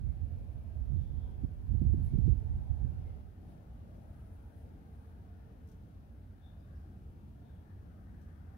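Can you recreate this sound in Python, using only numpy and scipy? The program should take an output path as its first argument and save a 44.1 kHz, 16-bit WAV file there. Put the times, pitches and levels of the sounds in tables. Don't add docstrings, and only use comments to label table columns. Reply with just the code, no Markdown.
import sys
import numpy as np
from scipy import signal
from scipy.fft import rfft, irfft, next_fast_len
from scipy.io import wavfile
from scipy.ndimage import uniform_filter1d, map_coordinates

SR = 44100
rng = np.random.default_rng(int(sys.argv[2]) if len(sys.argv) > 2 else 0)


def digitize_waveform(pressure):
    field = np.atleast_2d(pressure).T
    bounded = np.clip(field, -1, 1)
    quanta = np.round(bounded * 32767).astype(np.int16)
    wavfile.write(sys.argv[1], SR, quanta)


N = 377937

# t/s, level/dB
BREEZE = [(0, -37.5), (1.55, -40), (2.1, -31), (2.5, -37), (3.1, -37.5), (3.4, -60), (8.57, -62)]


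def amp(db):
    return 10 ** (np.asarray(db) / 20)


def unit(x):
    return x / np.sqrt(np.mean(x ** 2) + 1e-20)


def clock():
    return np.arange(N) / SR


def along(points, hz):
    return np.interp(np.log(hz + 1), np.log(np.array(points)[:, 0] + 1), np.array(points)[:, 1])


def curve(points):
    return np.interp(clock(), *np.transpose(points))


def wobble(rate):
    return map_coordinates(rng.standard_normal(int(N * rate / SR) + 4), [clock() * rate])


def swell(s, half, db):
    return amp(db) * np.exp(-.5 * ((clock() - s) / half) ** 2)


def together(*gains):
    return np.sqrt(sum(g ** 2 for g in gains))


def pan(lean_db):
    lean_db = np.atleast_1d(lean_db)
    return amp(np.array([lean_db, -lean_db]) / 2)


def filtered(x, response):
    size = next_fast_len(N + SR // 2)
    return irfft(rfft(x, size) * response(np.fft.rfftfreq(size, 1 / SR)), size)[..., :N]


def noise(spectrum):
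    return unit(filtered(rng.standard_normal(N), lambda hz: amp(along(spectrum, hz))))


def diffuse(spectrum, lean_db):
    return np.array([noise(spectrum), noise(spectrum)]) * pan(lean_db)


def churn(spectrum, window):
    x = noise(spectrum)
    size = int(window * SR)
    power = uniform_filter1d(uniform_filter1d(x ** 2, size), size)
    return x / np.sqrt(np.abs(power) + 1e-6)


def patchy(depth_db):
    frames = signal.stft(rng.standard_normal((2, N)), nperseg=1024)[2]
    patches = uniform_filter1d(rng.standard_normal(frames.shape[1:]), size=3, axis=0)
    patches = uniform_filter1d(patches, size=14, axis=1)
    return signal.istft(frames * amp(depth_db * unit(patches)), nperseg=1024)[1][:, :N]


def garden_echo(x, t60, wet):
    t = np.arange(SR) / SR
    tail = rng.standard_normal((2, SR)) * amp(-60 * t / t60)
    echo = signal.fftconvolve(x[None], tail / np.linalg.norm(tail[0]), axes=1)[:, :N]
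    return (1 - wet) * x + wet * echo


def road_rumble(flow_db):
    # f/Hz, relative level/dB
    spectrum = [(15, -49), (25, -24.5), (38, -12), (60, -4), (84, -1.5), (119, -13), (215, -16), (300, -24),
                (420, -38), (900, -69)]
    # t/s, half length/s, level/dB
    lorries = [(4.05, 0.49, -54), (6.848, 0.2, -49.5), (8.3, 0.59, -54.5)]
    bed_db = -51 + .5 * (flow_db - flow_db.mean()) + 0.67 * wobble(11)
    gain = together(amp(bed_db), *(swell(*lorry) for lorry in lorries))
    return gain * churn(spectrum, window=0.27)


def road_wash():
    # f/Hz, relative level/dB
    spectrum = [(60, -29), (140, 2.5), (215, 5.5), (340, 0.5), (520, -2), (780, -2.5), (980, -10.5),
                (1650, -18.5), (2050, -23), (3400, -27), (4400, -34), (6500, -35), (8000, -52),
                (15000, -71.5)]
    # f/Hz, correlation (clipped to -1..1)
    likeness = [(200, -0.62), (400, 0.43), (700, 0.03), (1100, -0.5), (1600, -1), (2400, 0.4),
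                (3500, -0.45), (7000, -1.1)]
    # f/Hz, left minus right/dB
    lean = [(150, 2), (400, 2.4), (700, 4.5), (1300, 4.2), (2400, 3.4), (5000, 7.3)]

    def mid_side(hz):
        angle = np.arccos(np.clip(along(likeness, hz), -1, 1)) / 2
        return amp(along(spectrum, hz)) * [np.cos(angle), np.sin(angle)]

    mid, side = filtered(patchy(depth_db=2.25), mid_side)
    ports = np.array([mid + side, mid - side])
    return unit(filtered(ports, lambda hz: pan(along(lean, hz))))


def tyre_whine():
    # f/Hz, relative level/dB
    spectrum = [(700, -34), (1200, -5.5), (1580, -2), (1800, -6.5), (2200, -20), (4000, -40)]
    # t/s, half length/s, level/dB
    cars = [(4.7, 0.86, -82.5), (6.654, 0.3, -79.5), (7.697, 0.13, -82), (8.347, 0.52, -78)]
    other_cars_db = -83
    whine = unit(filtered(patchy(depth_db=2.5), lambda hz: amp(along(spectrum, hz))))
    gain = together(amp(other_cars_db), *(swell(*car) for car in cars))
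    return gain * amp(0.95 * wobble(13)) * whine * pan(lean_db=9.5)


def traffic():
    # t/s, wash level/dB
    flow = [(0, -63.5), (1.1, -61.5), (1.65, -63), (2.4, -61), (3.12, -60), (3.3, -65.5), (3.5, -62),
            (4.6, -63), (5.75, -63.5), (6.2, -66), (7.2, -64.5), (8.57, -64.3)]
    flow_db = curve(flow)
    return road_rumble(flow_db) + road_wash() * amp(flow_db + 0.4 * wobble(7.5)) + tyre_whine()


def engine():
    start_s, attack_s, hold_s, release_s = 3.9, 0.97, .7, 0.66
    held_hz, held_db, sag_hz_per_s = 449, -75, 54
    t = clock() - start_s
    coasting = np.maximum(t - attack_s - hold_s, 0)
    throttle = np.clip(t / attack_s, 0, 1) * np.clip(1 - coasting / release_s, 0, 1)
    hz = (held_hz - sag_hz_per_s * coasting) * (1 + 0.01 * wobble(22))
    tone = unit(np.sin(2 * np.pi * np.cumsum(hz) / SR))
    return throttle * amp(held_db + 3.6 * wobble(14)) * tone * pan(lean_db=1)


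def birds():
    # t/s, length/s, start f/Hz, end f/Hz, dry level/dB, rasp as a share of the pitch
    notes = [(.04, 0.1, 2120, 2170, -85, 0.035), (.253, 0.24, 2320, 2460, -87, 0.043),
             (0.448, 0.38, 2540, 2510, -92, 0.039), (0.816, 0.4, 3600, 3500, -87.5, .04),
             (1.099, 0.25, 3460, 3260, -80.5, 0.049), (2.039, 0.15, 2185, 2326, -83, .04),
             (3.021, .12, 2100, 2080, -81, 0.046), (6.403, 0.089, 3510, 3600, -76, 0.035),
             (6.58, .04, 5220, 4950, -85.5, 0.032), (6.596, 0.074, 3630, 3630, -85, 0.034),
             (6.741, 0.04, 5200, 5080, -85, .03), (7.377, 0.23, 3540, 3460, -87, .06),
             (8.054, .05, 1955, 1790, -77, .064)]
    song = np.zeros(N + SR)
    flutter = wobble(420)
    for s, length, start_hz, end_hz, db, rasp in notes:
        progress = np.linspace(0, 1, int(length * SR))
        span = slice(round(s * SR), round(s * SR) + len(progress))
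        hz = (start_hz + (end_hz - start_hz) * progress) * (1 + rasp * flutter[span])
        tone = np.sin(2 * np.pi * np.cumsum(hz) / SR)
        song[span] += amp(db) * unit(np.sin(np.pi * progress) * tone)
    return garden_echo(song[:N], t60=.55, wet=0.64) * pan(lean_db=10)


def leaves():
    # f/Hz, relative level/dB
    rustle_spectrum = [(700, -23.5), (2200, 6.5), (4200, 3.5), (6500, -3.5), (10000, -18), (15500, -13.5)]
    # f/Hz, relative level/dB
    sizzle_spectrum = [(4000, -25), (7000, -15), (8700, -9), (9400, 1), (11300, -1.5), (12100, -9),
                       (15500, -8)]
    # t/s, half length/s, rustle level/dB, sizzle level/dB
    brushes = [(1.03, .05, -84, -92), (2.062, 0.028, -78.5, -76.5), (2.272, 0.045, -80, -96.5),
               (3.5, .04, -84.5, -85.5), (4.27, 0.27, -97, -87), (4.59, 0.049, -93, -85),
               (5.02, 0.12, -94, -88)]
    calm_rustle_db, crest_rustle_db, crest_sizzle_db = -87.5, -80.5, -87.5
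    lull_db = curve(BREEZE) - curve(BREEZE).max()
    broad = together(amp(calm_rustle_db), amp(crest_rustle_db + lull_db),
                     *(swell(s, half, db) for s, half, db, _ in brushes))
    fine = together(amp(crest_sizzle_db + 0.53 * lull_db),
                    *(swell(s, half, db) for s, half, _, db in brushes))
    rustle = broad * amp(1.4 * wobble(180)) * diffuse(rustle_spectrum, lean_db=4.5)
    sizzle = fine * amp(1.5 * wobble(120)) * noise(sizzle_spectrum) * pan(lean_db=-5)
    return rustle + sizzle


def stems():
    # t/s, level/dB, decay t60/s
    ticks = [(3.945, -87, .2), (5.672, -83, .12), (5.687, -81, 0.18), (5.715, -81, 0.19),
             (8.215, -80, 0.17)]
    # f/Hz, relative level/dB
    body = [(1500, -28), (3700, -6), (4800, -7), (5900, 1), (7300, -9), (8500, -7), (11000, -14),
            (13500, -12), (15500, -17)]
    # f/Hz, relative level/dB
    crisp = [(5000, -30), (8000, -8), (10000, -3), (13000, 0), (15500, -2)]
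    envelope = sum(amp(db - 60 * np.abs(clock() - s) / t60) * (clock() >= s) for s, db, t60 in ticks)
    crackle = diffuse(body, lean_db=9) + amp(-3) * noise(crisp)
    return envelope * amp(2.5 * wobble(400)) * crackle


def wind():
    # t/s, half length/s, right level/dB, left level/dB
    gusts = [(0.073, 0.038, -29.5, -61), (0.234, 0.015, -28, -60), (0.815, 0.039, -32, -54),
             (0.958, 0.054, -26.5, -45), (1.172, 0.054, -33, -56), (1.434, 0.029, -31, -44),
             (1.733, .03, -23.5, -51.5), (1.893, 0.086, -22.5, -36.5), (2.187, .025, -22.5, -56.5),
             (2.293, 0.055, -20.5, -50.5), (2.543, .04, -31.5, -36.5), (2.719, 0.021, -27, -47),
             (2.844, 0.042, -29, -43)]
    # t/s, level/dB, half length/s
    eddies = [(.238, -42, 0.0058), (.949, -40, 0.02), (1.443, -26.5, .0054), (1.745, -29.5, 0.0086),
              (1.821, -19.5, 0.0052), (1.854, -27, .005), (1.943, -22, 0.0043), (2.007, -35, .008),
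              (2.145, -26, 0.012), (2.186, -22, 0.0057), (2.279, -21, 0.0086), (2.324, -33, 0.0046),
              (2.716, -35, 0.0036), (2.848, -31, 0.0046)]
    # f/Hz, relative level/dB
    buffet = [(12, -52), (22, -27), (36, -3), (52, 2.5), (78, 5), (110, -3.5), (160, -13), (280, -27.5),
              (400, -39), (600, -55.5), (1500, -87.5)]
    # f/Hz, relative level/dB
    thump = [(40, -36), (100, 20), (200, 5), (330, -4), (450, -17.5), (650, -37.5), (1500, -75.5)]
    breeze_db, lee_db = curve(BREEZE), -10
    left_gain = together(amp(breeze_db + lee_db), *(swell(s, half, db) for s, half, _, db in gusts))
    right_gain = together(amp(breeze_db + 1.8 * wobble(19)),
                          *(swell(s, half, db) for s, half, db, _ in gusts))
    eddy_gain = sum(swell(s, half, db) for s, db, half in eddies)
    left = left_gain * churn(buffet, window=0.4)
    right = right_gain * churn(buffet, window=0.055) + eddy_gain * churn(thump, window=0.015)
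    return np.array([left, right])


def scene():
    return wind() + traffic() + engine() + leaves() + stems() + birds()


def record(dry):
    # f/Hz, relative level/dB
    hiss = [(1000, 7), (6500, -6), (7300, -12), (8600, -4), (9800, -2.5), (12000, -1.5), (15500, -4)]
    hiss_db, top_hz = -83, 15740
    return filtered(dry + amp(hiss_db) * noise(hiss), lambda hz: hz < top_hz)


dry = scene()
out = record(dry)
digitize_waveform(out)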